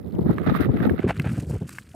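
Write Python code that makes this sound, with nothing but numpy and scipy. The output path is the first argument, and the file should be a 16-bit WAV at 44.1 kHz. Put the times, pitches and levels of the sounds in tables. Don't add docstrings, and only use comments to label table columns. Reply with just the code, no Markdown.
import sys
import numpy as np
from scipy import signal
from scipy.fft import rfft, irfft
from scipy.io import wavfile

SR = 44100
rng = np.random.default_rng(int(sys.argv[2]) if len(sys.argv) > 2 else 0)


def master_out(mix):
    frames = np.transpose(np.atleast_2d(mix))
    ceiling = np.clip(frames, -1, 1)
    pcm = np.round(ceiling * 32767).astype(np.int16)
    wavfile.write(sys.argv[1], SR, pcm)


N = 85995

MONO_FROM_S, MONO_FADE_S = 1.003, 0.0019


def amp(db):
    return 10 ** (np.asarray(db) / 20)


def rms_one(x):
    return x / np.sqrt(np.mean(x ** 2, axis=-1, keepdims=True) + 1e-20)


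def in_time(rows):
    seconds, *columns = np.transpose(rows)
    return [np.interp(np.arange(N) / SR, seconds, column) for column in columns]


def drift(rate_hz):
    r = np.exp(-2 * np.pi * rate_hz / SR)
    noise = rng.standard_normal((2, N + SR))
    wander = rms_one(signal.lfilter([1], [1, -2 * r, r * r], noise))
    return wander[:, SR:]


def coloured(points):
    hz, db = np.transpose(points)
    log_hz = np.log(hz)
    f = np.log(np.maximum(np.arange(N // 2 + 1) * SR / N, 1))
    shape_db = np.interp(f, log_hz, db)
    shape_db -= 40 * np.maximum(log_hz[0] - f, 0)
    shape_db -= 40 * np.maximum(f - log_hz[-1], 0)
    spectrum = rfft(rng.standard_normal((2, N)))
    return rms_one(irfft(spectrum * amp(shape_db), N))


def ring(x, hz, t60):
    r = amp(-60 / (t60 * SR))
    w = 2 * np.pi * hz / SR
    return signal.lfilter([0, np.sin(w)], [1, -2 * r * np.cos(w), r * r], x + 1e-18)


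def mono_share():
    return np.clip((np.arange(N) / SR - MONO_FROM_S) / MONO_FADE_S, 0, 1)


def buffets():
    # middle in seconds, level in dB before the low-pass, pitch in Hz that the swings wander around.
    eddies = [
        [(0.148, -15.5, 184), (0.191, -9, 292), (0.218, -15, 221), (0.259, -13.5, 154), (0.307, -4, 203.7),
         (0.471, -12, 183), (0.504, -15.5, 244), (0.521, -8, 186.3), (0.603, -11.5, 257.6), (0.611, -8.5, 329),
         (0.695, -6.5, 156), (0.744, -11.5, 266), (0.808, -12.5, 167), (0.874, -6.5, 283), (0.913, -8, 273),
         (0.94, -11, 235), (1.046, -10.5, 300.6), (1.066, -14.5, 323), (1.382, -20.5, 154), (1.433, -27.5, 152),
         (1.506, -20.5, 134.5), (1.536, -20.5, 113), (1.56, -22.5, 112), (1.621, -22, 114), (1.947, -29, 710)],
        [(0.268, -9, 307), (0.296, -1, 235.5), (0.413, -16.5, 203.6), (0.485, -8.5, 115), (0.551, -18, 277),
         (0.66, -12.5, 200), (0.694, -16, 266), (0.825, -13.5, 231), (0.856, -6.5, 306), (0.893, -12, 169),
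         (0.917, -16.5, 213), (0.997, -10.5, 181)],
    ]
    base_s, cycles = .005, 1.3
    wobble, roughness = 0.2914, 0.57
    out, t = np.zeros((2, N)), np.arange(N) / SR
    wander, rough = drift(95.0), drift(564.0)
    for port, rows in enumerate(eddies):
        turns = rng.uniform(0, 2 * np.pi, len(rows))
        for (s, db, hz), turn in zip(rows, turns):
            length = base_s + cycles / hz
            first = max(int((s - 2 * length) * SR), 0)
            near = slice(first, int((s + 2 * length) * SR))
            pitch_factor = np.exp(wobble * wander[port, near])
            swing = np.sin(turn + 2 * np.pi * hz / SR * np.cumsum(pitch_factor))
            swell = np.exp(-np.log(16) * ((t[near] - s) / length) ** 2)
            out[port, near] += amp(db) * swell * (swing + roughness * rough[port, near])
    return signal.sosfilt(signal.butter(2, 450, fs=SR, output="sos"), out)


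def rumble():
    # time in seconds, level in dB before the random wander and side.
    loudness = [(0, -34.5), (.12, -38), (.2, -26.5), (.36, -29), (.5, -28), (.7, -25.5), (.9, -25.5),
                (1.015, -35.5), (1.08, -25.5), (1.12, -34.5), (1.15, -40.5), (1.2, -26.5), (1.226, -36.5),
                (1.265, -28), (1.47, -31), (1.6, -42), (1.645, -33), (1.68, -43), (1.8, -49), (1.95, -49)]
    # frequency in Hz, relative level in dB per Hz.
    colour = [
        [(45, -64), (80, 1), (160, 1), (400, -7), (1000, -31.5)],
        [(45, 2), (80, 4), (160, 4), (400, -13), (1000, -36.5)],
    ]
    # time in seconds, left minus right in dB,
    # used 1.5 times in stereo and half in mono.
    balance = [(.14, -6.5), (.55, -1.5), (1.0, 3.5)]
    (db,), (pan_db,) = in_time(loudness), in_time(balance)
    mono = mono_share()
    noise = (1 - mono) * coloured(colour[0]) + mono * coloured(colour[1])
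    side_db = (1.5 - mono) * pan_db * [[.5], [-.5]]
    lumps_db = 2.88 * drift(38.0)
    return amp(db + side_db + lumps_db) * noise


def stream():
    # time in seconds, level of the cavity band in dB,
    # level of the treble in dB, both before puffs, flutter and side.
    airflow = [(0, -66, -70.5), (.25, -59.5, -62), (.45, -45, -64.5), (.65, -37, -55.5), (.68, -53, -73.5),
               (.8, -44.5, -60), (.92, -49.5, -60), (1.06, -55.5, -75), (1.15, -49.5, -63), (1.4, -47, -52),
               (1.455, -65.5, -61), (1.52, -50, -51), (1.64, -59.5, -64.5), (1.7, -50.5, -51),
               (1.775, -49.5, -52), (1.81, -60, -60)]
    # pitch in Hz, relative level in dB.
    cavities = [
        [(1400, 2), (2650, -3.5), (4300, -22)],
        [(1250, 16), (2000, 9.5), (3750, -4)],
    ]
    ring_cycles = (7, 15)
    # frequency in Hz, relative level in dB per Hz.
    treble_colour = [
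        [(5000, -7), (7000, -21), (10500, -5), (15500, -0.5)],
        [(4500, -9.5), (6300, -11), (8300, -7), (15500, -21)],
    ]
    roar_db, roar_power = 17, 1.29

    puff = puffs()
    cavity_gain, treble_gain = amp(in_time(airflow)) + puff
    mono = mono_share()
    gritty_air = rng.standard_normal((2, N)) * amp(3.5 * drift(300.0))

    cavity = []
    for air, modes, cycles in zip(gritty_air, cavities, ring_cycles):
        cavity.append(sum(amp(db) * (-1) ** k * hz * ring(air, hz, cycles / hz)
                          for k, (hz, db) in enumerate(modes)))
    cavity = signal.sosfilt(signal.butter(2, [800, 5000], "band", fs=SR, output="sos"), cavity)
    roar = signal.sosfilt(signal.butter(2, [340, 900], "band", fs=SR, output="sos"), gritty_air)
    roar_gain = amp(roar_db) * puff[0] ** roar_power
    body = cavity_gain * rms_one(cavity) + roar_gain * rms_one(roar)

    treble = (1 - mono) * coloured(treble_colour[0]) + mono * coloured(treble_colour[1])
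    flutter_db = 2.0 * drift(68.0)
    flicker_db = flutter_db + 3.0 * drift(50.0)
    right_lead_db = 2.5 * (3.5 - mono)
    side = amp(right_lead_db * [[-.5], [.5]])
    return side * (body * amp(flutter_db) + treble_gain * amp(flicker_db) * treble)


def puffs():
    # start in seconds, time from start to fall in seconds, level of the cavity band in dB,
    # level of the treble in dB.
    gusts = [(0.259, 0.072, -52, -87), (0.462, 0.023, -37.5, -65), (0.495, 0.0035, -35.5, -62),
             (0.551, 0.022, -41, -55.5), (0.605, 0.018, -35.5, -50.5), (.764, 0.01, -42.5, -71),
             (0.823, 0.039, -38, -66), (0.978, 0.072, -46.5, -66), (1.075, 0.035, -29, -48.5),
             (1.243, 0.034, -37.5, -63)]
    rise_s, fall_s = .002, .007
    start, hold, *db = np.transpose(gusts)
    since = np.arange(N) / SR - start[:, None]
    rise = np.clip(since / rise_s, 0, 1)
    fall = np.exp(-np.maximum(since - hold[:, None], 0) / fall_s)
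    return amp(db) @ (rise * fall)


def knocks():
    # time in seconds, level in dB before side and resonance,
    # strongest pitch in Hz.
    hits = [(0.383, -17.5, 1380), (0.55, -13, 1210), (0.803, -24, 1610), (0.8959, -20, 1610),
            (0.9918, -25.5, 1980), (1.1976, -10.5, 2430), (1.6929, -12.5, 8400), (1.7844, -17, 1840)]
    # pitch in Hz, relative level in dB, time to fall by 60 dB in seconds.
    housing = [(1220, -0.5, 0.0094), (1670, 2, 0.0079), (2126, -2, 0.011), (2574, -1, 0.0067),
               (4040, -10.5, 0.0089), (8200, -10, 0.0022)]
    contact_s = .0005
    right_lead_db = 15
    favour_db_per_oct = 20.0
    s, db, pitch_hz = np.transpose(hits)
    at, stereo = (s * SR).astype(int), s < MONO_FROM_S
    level_db = db + stereo * right_lead_db * [[-.5], [.5]]
    luck_db = rng.normal(0, 1.0, (len(s), len(housing)))
    n = np.arange(200)
    fade = np.exp(-n / (contact_s * SR))
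    clicks = np.zeros((2, N))

    crack_db = np.where(stereo, -40, -17)
    clicks[:, at] = amp(level_db + crack_db)
    out = signal.lfilter(fade * rng.standard_normal(200), 1, clicks)

    for k, (hz, mode_db, t60) in enumerate(housing):
        octaves_away = np.minimum(abs(np.log2(hz / pitch_hz)), 1)
        clicks[:, at] = amp(level_db + mode_db - favour_db_per_oct * octaves_away + luck_db[:, k])
        push = fade * np.cos(2 * np.pi * hz * n / SR)
        out += ring(signal.lfilter(push / fade.sum() * 2, 1, clicks), hz, t60)
    return out


def ticks():
    # time in seconds, lowest level of a tick in dB before ringing.
    chatter = [(0, -64.5), (.17, -52), (.4, -50.5), (.5, -55.5), (1.95, -55.5)]
    # time in seconds, level in dB before ringing, pitch in Hz.
    clear_ticks = [(1.1769, -37, 4240), (1.2207, -34, 4670)]
    ticks_per_s, ring_cycles = 130, 14.0
    floor_db, = in_time(chatter)
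    extra_db = 3.2 * np.minimum(rng.exponential(1, N), 3)
    clicks = (rng.random(N) < ticks_per_s / SR) * amp(floor_db + extra_db)
    dealt = rng.integers(0, 6, N)
    struck = [(clicks * (dealt == k), hz) for k, hz in enumerate(np.geomspace(3000, 4300, num=6))]
    struck += [(amp(db) * (np.arange(N) == int(s * SR)), hz) for s, db, hz in clear_ticks]
    out = np.zeros(N)
    for k, (x, hz) in enumerate(struck):
        overtone_hz = (2 + k % 2 * .4) * hz
        out += ring(x, hz, ring_cycles / hz) + ring(x, overtone_hz, 2.1 / hz)
    return out


def scene():
    return buffets() + rumble() + stream() + knocks() + ticks()


def record(dry):
    peak_limit = 0.47
    mono = mono_share()
    both = np.array([dry[0], (1 - mono) * dry[1] + mono * dry[0]])
    both = signal.sosfilt(signal.butter(5, 63, "high", fs=SR, output="sos"), both)
    both = peak_limit * np.tanh(both / peak_limit)
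    return signal.sosfilt(signal.cheby2(16, 70, 16300, fs=SR, output="sos"), both)


dry = scene()
out = record(dry)
master_out(out)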